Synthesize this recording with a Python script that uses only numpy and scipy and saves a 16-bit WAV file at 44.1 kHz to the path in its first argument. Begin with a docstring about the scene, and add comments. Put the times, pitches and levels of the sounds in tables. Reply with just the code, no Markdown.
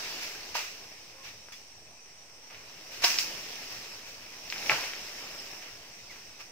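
"""A dense bamboo grove: a bush knife chops some way off, twigs snap and dry leaves shake.
Cracks are damped swings, hollow stems ring in modes, and the stems scatter each crack into a short tail.
Leaves are dense ticks over noise; insects hiss in a narrow high band; far air is coloured noise.
Rubbing stems creak, short tones make faint squeaks and insect chirps, and a cut stem lands with a thud.
Two close microphone ports with a peaky treble hear it all."""
import sys
import numpy as np
from scipy import signal
from scipy.fft import rfft, irfft, next_fast_len
from scipy.io import wavfile
from scipy.ndimage import uniform_filter1d

SR = 44100
rng = np.random.default_rng(int(sys.argv[2]) if len(sys.argv) > 2 else 0)


def dump_mix(stems):
    """Bounce the given channels to the path in sys.argv[1] as a 16-bit WAV at rate SR."""
    frames = np.atleast_2d(stems).T  # one column per channel
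    limited = np.clip(frames, -1, 1)  # hard clip at full scale
    pcm = np.round(limited * 32767).astype(np.int16)
    wavfile.write(sys.argv[1], SR, pcm)


N = 287213  # samples
SIZE = next_fast_len(N)
BINS_HZ = np.fft.rfftfreq(SIZE, 1 / SR)


def gain_of(db):
    """Decibels to amplitude gain."""
    return 10 ** (np.asarray(db) / 20)


def evened(x):
    """Scales to rms 1."""
    return x / np.sqrt(np.mean(x ** 2) + 1e-20)


def read(points, hz):
    """Reads a spectrum table on a log-frequency axis."""
    point_hz, value = np.transpose(points)
    return np.interp(np.log(hz + 1), np.log(point_hz + 1), value)


def follow(rows, t):
    """Reads every column of a curve at times t."""
    s, *columns = np.transpose(rows)
    return [np.interp(t, s, column) for column in columns]


def add(mix, start_s, sound):
    """Adds a sound in place, cut at the end of the mix."""
    part = mix[round(start_s * SR):][:len(sound)]
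    part += sound[:len(part)]


def ports(left, right, lead_s):
    """Turns spectra into sound that reaches the left port lead_s before the right."""
    turn = np.exp(1j * np.pi * BINS_HZ * lead_s)  # half the lead on each side
    return irfft(np.array([left * turn, right / turn]), SIZE)[:, :N]


DIFFUSE_LEAD_S = 9e-5
# Likeness of the ports in diffuse sound. Each row: frequency in Hz, left-right correlation (0 to 1).
LIKENESS = [(30, .965), (80, .99), (170, .965), (350, .955), (600, 0.77), (1200, 0.67), (2500, 0.17),
            (5000, 0.14), (10000, 0.1)]


def diffuse(a, b):
    """Sound from all around: the two ports share the bass and differ in the treble."""
    same = np.clip(read(LIKENESS, BINS_HZ), 0, .992)
    a, b = rfft(a, SIZE), rfft(b, SIZE)
    return ports(a, same * a + np.sqrt(1 - same ** 2) * b, DIFFUSE_LEAD_S)


def shaped(x, field_db, patchy_db):
    """Colours x by a level field over (Hz, s), with drifting random patches of patchy_db rms."""
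    hz, t, z = signal.stft(x, SR, nperseg=512, noverlap=384)
    patches = rng.standard_normal(z.shape[1:])
    patches = uniform_filter1d(patches, size=6, axis=0)
    patches = evened(uniform_filter1d(patches, size=20, axis=1))
    z = z * gain_of(field_db(hz[:, None], t) + patchy_db * patches)
    return signal.istft(z, SR, nperseg=512, noverlap=384)[1][:, :N]


def foliage(ticks_per_s=2500, spread_db=3.2, wash=.88):
    """Dense ticks of leaf on leaf, of random size, over a far wash of noise."""
    size_db = spread_db * np.minimum(rng.exponential(1, (2, N)), 6)
    size = gain_of(size_db) * (rng.random((2, N)) < ticks_per_s / SR)
    size = size * rng.choice([-1, 1], (2, N))
    tick = rng.choice([-1, 1], (2, 400)) * np.exp(-np.arange(400) / 23.0)  # lasts about a millisecond
    ticks = evened(signal.oaconvolve(size, tick, axes=1)[:, :N])
    tick_share = np.sqrt(1 - np.clip(wash, 0, 1) ** 2)
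    return diffuse(*(wash * rng.standard_normal((2, N)) + tick_share * ticks))


# Leaf spectrum. Each row: frequency in Hz, relative density in dB.
LEAF_SPECTRUM = [(100, -10.5), (200, 0), (370, 4.5), (700, 7), (2000, 5.5), (6000, 9.5), (15000, 12.5)]
# Lasting rustle. Each row: time in seconds, relative level in dB.
LEAF_LEVEL = [(0.0, -40), (0.14, -41), (0.38, -46), (0.89, -52.5), (1.96, -61), (2.3, -59.5), (2.92, -50.5),
              (3.15, -41.5), (3.79, -46), (4.15, -51), (4.42, -49.5), (4.7, -37), (4.93, -44), (5.51, -47),
              (5.8, -52.5), (6.51, -56.5)]
USUAL_LEAF_DB = -50
BRANCH_DB, BRANCH_FOLLOWS = 3.3, 0.91  # low-end weight at the usual level, share of each change it follows


def leaves():
    """The lasting rustle; heavy branches add to the low end."""
    def rustle_db(hz, t):
        level_db = follow(LEAF_LEVEL, t)[0]
        low_db = BRANCH_DB + (BRANCH_FOLLOWS - 1) * (level_db - USUAL_LEAF_DB)
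        return read(LEAF_SPECTRUM, hz) + level_db + low_db / (1 + (hz / 1050) ** 4)
    return shaped(foliage(), rustle_db, patchy_db=1.5)


INSECT_HZ, INSECT_WIDTH_HZ = 5830, 280
INSECT_DB = -38.5  # gain on unit noise at the band centre


def insects():
    """Many singers blurred into one narrow band of noise."""
    def band_db(hz, t):
        offset = (hz - INSECT_HZ) / INSECT_WIDTH_HZ
        return INSECT_DB - 20 * np.log10(1 + offset ** 2) + 0 * t
    return shaped(diffuse(*rng.standard_normal((2, N))), band_db, patchy_db=2.0)


# Far air spectrum. Each row: frequency in Hz, relative density in dB.
AIR_SPECTRUM = [(20, -6), (33, -24), (50, -14), (85, 1.5), (150, -1.5), (270, -9), (750, -4.5), (1500, -17),
                (3000, -15), (6000, -18), (9000, 5), (15000, -106)]
AIR_RMS_DB = -48.5  # at the ports
RUMBLE_FOLLOWS = .3  # share of the leaves' level change (in dB)


def air():
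    """Far wind and stir of the grove; the deep rumble swells when the leaves do."""
    def air_db(hz, t):
        swell_db = RUMBLE_FOLLOWS * (follow(LEAF_LEVEL, t)[0] - USUAL_LEAF_DB)
        return read(AIR_SPECTRUM, hz) + swell_db / (1 + (hz / 90) ** 4)
    noise = diffuse(*rng.standard_normal((2, N)))
    return gain_of(AIR_RMS_DB) * evened(shaped(noise, air_db, patchy_db=1.9))


# Sudden shakes of the foliage.
# Each row: start in seconds, relative level in dB, rise in seconds, t60 of the leaves in seconds, brightness in dB.
SHAKE_ROWS = [(.2, -36.5, 0.014, 0.66, 2.5), (0.539, -28, 0.012, 0.57, 0), (1.218, -33.5, 0.041, 0.35, -1),
              (1.519, -45, 0.0021, 0.35, 3.5), (2.498, -48.5, 0.0069, 1, -3), (2.898, -41.5, 0.021, 1, 1.5),
              (3.015, -30.5, 0.0074, 0.93, 1), (3.036, -24, 0.0014, 0.55, 4.5),
              (3.186, -34, 0.0021, 0.35, 10), (3.7, -43.5, 0.0069, 0.84, 0.5), (4.06, -46, 0.0068, 0.53, 3),
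              (4.503, -50, 0.004, 0.3, 11), (4.697, -28.5, 0.0067, 0.75, -3),
              (4.838, -37.5, 0.0045, 0.35, 1), (5.61, -47, 0.0093, 0.79, -1), (6.1, -48.5, 0.005, 1, 0.5),
              (6.389, -39, 0.011, 0.21, -1.5)]
SHAKE_LOW_DB, SHAKE_HIGH_DB = 1.7, -4  # branches and tips of a plain shake
LOW_PER_BRIGHT = -1.95  # dB per dB: brighter shakes move fewer branches


def shakes(low_hz=1400, high_hz=3600):
    """Each shake swells and dies; branches, leaves and tips take their own share, and branches settle first."""
    hz = BINS_HZ
    rustle = rfft(shaped(foliage(), lambda hz, t: read(LEAF_SPECTRUM, hz), patchy_db=1.0), SIZE)
    rustle = rustle / (1 + (460 / (hz + 1)) ** 4)  # a quick shake moves no deep air
    low = 1 / (1 + (hz / low_hz) ** 4)
    high = 1 - 1 / (1 + (hz / high_hz) ** 4)
    shares = low, 1 - low - high, high
    power, t = np.zeros((3, N)), np.arange(SR) / SR
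    for s, db, rise_s, t60_s, bright_db in SHAKE_ROWS:
        low_db, high_db = SHAKE_LOW_DB + LOW_PER_BRIGHT * bright_db, SHAKE_HIGH_DB + bright_db
        swell = 1 - np.exp(-(t / rise_s) ** 2)
        for band, share_db, lasting in zip(power, (low_db, 0, high_db), (.7, 1, 1.1)):
            decay = gain_of(db + share_db - 60 * t / (t60_s * lasting))
            add(band, s, (decay * swell) ** 2)  # overlapping shakes add in power
    return sum(np.sqrt(p) * irfft(rustle * share, SIZE)[:, :N] for p, share in zip(power, shares))


def crack(hz, width_hz, noise, splinter=0.53, rise_cycles=0.36):
    """Fibres part: a heavily damped swing round hz, roughened by splinters, peak 1."""
    t = np.arange(len(noise)) / SR
    swing = np.sin(2 * np.pi * hz * t) + splinter * np.gradient(noise)
    rise = 1 - np.exp(-(t * hz / rise_cycles) ** 2)
    burst = swing * np.exp(-np.pi * width_hz * t) * rise
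    return burst / abs(burst).max()


# Modes of a hollow stem. Each row: multiple of the stem pitch, relative level in dB, t60 in seconds.
STEM_MODES = [(.52, -19, 0.13), (.76, -14, 0.082), (0.999, -3, 0.07), (1.301, -12.5, 0.12),
              (1.53, -5.5, 0.049), (2.1, -9.5, 0.048), (2.4, -5, 0.012)]


def ring(pitch_hz):
    """The hollow stem rings with its modes, each dying at its own speed."""
    t = np.arange(SR // 5) / SR
    modes = [gain_of(db - 60 * t / t60_s) * np.sin(2 * np.pi * multiple * pitch_hz * t)
             for multiple, db, t60_s in STEM_MODES]
    return sum(modes) / 2


# Knife blows and their rebounds. Each row: start in seconds, crack level in dB, crack centre in Hz,
# crack width in Hz, stem pitch in Hz, ring level in dB relative to the crack.
BLOW_ROWS = [(0.545, -28, 2600, 1500, 980, -21), (0.5529, -14, 965, 450, 923, -9.5),
             (3.0408, -5.5, 3830, 2200, 728, -4.5), (3.0441, -3, 3560, 2200, 720, -32),
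             (3.047, -3.5, 5060, 900, 720, -28), (4.6962, -6.5, 2330, 600, 873, -6),
             (4.718, -12.5, 1400, 600, 650, -11)]
# Dry cracks without stem ring: twig snaps, and one sharp knife blow at 3.187 s.
# Each row: start in seconds, level in dB, crack centre in Hz.
DRY_CRACK_ROWS = [(1.486, -29, 900), (1.522, -31, 3150), (2.502, -35, 2600), (2.546, -28.5, 2180),
                  (3.187, -2, 5450), (3.707, -32, 5200), (4.5013, -16, 4930), (4.5247, -13.5, 2290),
                  (4.56, -22, 1740), (4.5814, -15, 3600), (4.6629, -19.5, 3300), (4.839, -18.5, 2620),
                  (4.935, -21.5, 2080), (5.625, -30, 2500), (6.1603, -31, 1840), (6.3922, -34, 5700)]
DRY_CRACK_WIDTH_HZ = 2300  # all dry cracks share one width


def chopping():
    """Blows with a ringing stem crack and ring; dry cracks have no ring."""
    out = np.zeros(N)
    noises = rng.standard_normal((len(BLOW_ROWS) + len(DRY_CRACK_ROWS), 600))
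    for (s, db, hz, width_hz, pitch_hz, ring_db), noise in zip(BLOW_ROWS, noises):
        add(out, s, gain_of(db) * crack(hz, width_hz, noise))
        add(out, s, gain_of(db + ring_db) * ring(pitch_hz))
    for (s, db, hz), noise in zip(DRY_CRACK_ROWS, noises[len(BLOW_ROWS):]):
        add(out, s, gain_of(db) * crack(hz, DRY_CRACK_WIDTH_HZ, noise))
    thin_stems = signal.butter(2, 520, "high", fs=SR, output="sos")  # they send out little bass
    return signal.sosfilt(thin_stems, out)


CHOP_LEAD_S = 5.8e-5
# Decay of the scattered tail. Each row: frequency in Hz, t60 in seconds.
GROVE_T60 = [(200, 0.043), (700, 0.18), (2000, 0.24), (5000, 0.094), (12000, 0.085)]


def grove(x, build_s=0.0023, wet_db=-8, ground_s=.003, ground_db=-10):
    """One ground echo, and a noise tail for scattering stems; each band dies at its own speed."""
    hz, t, z = signal.stft(rng.standard_normal((2, SR)), SR, nperseg=128)
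    z = z * gain_of(-60 * t / read(GROVE_T60, hz)[:, None]) * (1 - np.exp(-t / build_s))
    tail = signal.istft(z, SR, nperseg=128)[1]
    tail = tail / np.linalg.norm(tail[0])
    scattered = diffuse(*signal.fftconvolve(x[None], tail, axes=1)[:, :N])
    echo = gain_of(ground_db) * np.roll(x, round(ground_s * SR))
    direct = rfft(x + echo, SIZE)
    return ports(direct, direct, CHOP_LEAD_S) + gain_of(wet_db) * scattered


# Stems rub. One row: start in seconds, length in seconds, level in dB, pitch in Hz,
# octave level in dB at mid-creak.
CREAK_ROW = (1.13, .12, -55.5, 533, -1.5)
CREAK_WAVER_RAD = .5  # rms phase drift


def creak():
    """A faint creak of rubbing stems: a wavering tone whose octave grows."""
    out, (s, length_s, db, hz, octave_db) = np.zeros(N), CREAK_ROW
    t = np.arange(0, length_s, 1 / SR)
    drift = evened(uniform_filter1d(rng.standard_normal(len(t)), size=900))
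    phase = 2 * np.pi * hz * t + CREAK_WAVER_RAD * drift
    octave = gain_of(octave_db) * t / length_s * 2 * np.sin(2 * phase)
    tone = np.sin(phase) + octave
    add(out, s, gain_of(db) * tone * signal.windows.tukey(len(t), .4))
    return out


# Short faint tones: insect chirps near 2.6 kHz at 1.864 and 1.978 s, squeaks in the other rows.
# Each row: start in seconds, length in seconds, peak in dB, first pitch in Hz, last pitch in Hz.
CHIRP_AND_SQUEAK_ROWS = [(1.523, 0.033, -48, 3450, 3360), (1.864, 0.02, -62, 2580, 2570),
                         (1.978, .022, -62, 2630, 2500), (6.094, 0.035, -51, 2290, 1850)]


def chirps_and_squeaks():
    """Short faint chirps and squeaks: sines gliding down."""
    out = np.zeros(N)
    for s, length_s, db, from_hz, to_hz in CHIRP_AND_SQUEAK_ROWS:
        glide_hz = np.linspace(from_hz, to_hz, round(length_s * SR))
        tone = np.sin(2 * np.pi * np.cumsum(glide_hz) / SR)
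        add(out, s, gain_of(db) * tone * signal.windows.tukey(len(glide_hz), .4))
    return out


# A cut stem lands. One row: start in seconds, level in dB, pitch in Hz, t60 in seconds.
THUD_ROW = (4.712, -36, 135, .16)


def thud():
    """A cut stem lands: two low damped partials with a soft onset."""
    out, (s, db, hz, t60_s) = np.zeros(N), THUD_ROW
    t = np.arange(SR // 4) / SR
    partials = np.sin(2 * np.pi * hz * t) + 0.8 * np.sin(2 * np.pi * 1.48 * hz * t)
    add(out, s, gain_of(db - 60 * t / t60_s) * (1 - np.exp(-t / 0.003)) * partials)
    return out


def scene():
    """All sources at the two ports."""
    small_sounds = creak() + chirps_and_squeaks() + thud()
    return leaves() + insects() + air() + shakes() + grove(chopping()) + small_sounds


# Microphone colour. Each row: frequency in Hz, gain in dB.
MIC_COLOUR = [(600, -4), (1400, -3), (2050, 3), (2600, 4), (3400, -3.5), (4400, -1.5), (5300, 3.5),
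              (6200, -5), (7500, -12), (9800, -23.5), (11200, -18.5), (12400, -20.5), (13800, -16.5),
              (15500, -18)]
# Port balance. Each row: frequency in Hz, left over right in dB.
PORT_TILT = [(500, -0.6), (1000, 0), (2400, 0.4), (5500, -1.5), (8000, 0.3), (13000, 1)]
EDGE_HZ = 15750
OFFSET = .0011  # constant offset of the converter, full scale 1


def record(dry):
    """Causal (minimum-phase) microphone colour, port balance, band limit, then the offset."""
    log_gain = np.log(gain_of(read(MIC_COLOUR, abs(np.fft.fftfreq(4096, 1 / SR)))))
    response = np.exp(np.conj(signal.hilbert(log_gain)))
    colour = np.fft.ifft(response).real[:2048]
    heard = signal.oaconvolve(dry, colour[None], axes=1)[:, :N]
    side = np.array([[.5], [-.5]])  # half the balance on each port
    balance = gain_of(side * read(PORT_TILT, BINS_HZ))
    heard = irfft(rfft(heard, SIZE) * balance, SIZE)[:, :N]
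    band_limit = signal.firwin(511, EDGE_HZ, window=("kaiser", 9), fs=SR)
    return OFFSET + signal.oaconvolve(heard, band_limit[None], "same")


dry = scene()
out = record(dry)
dump_mix(out)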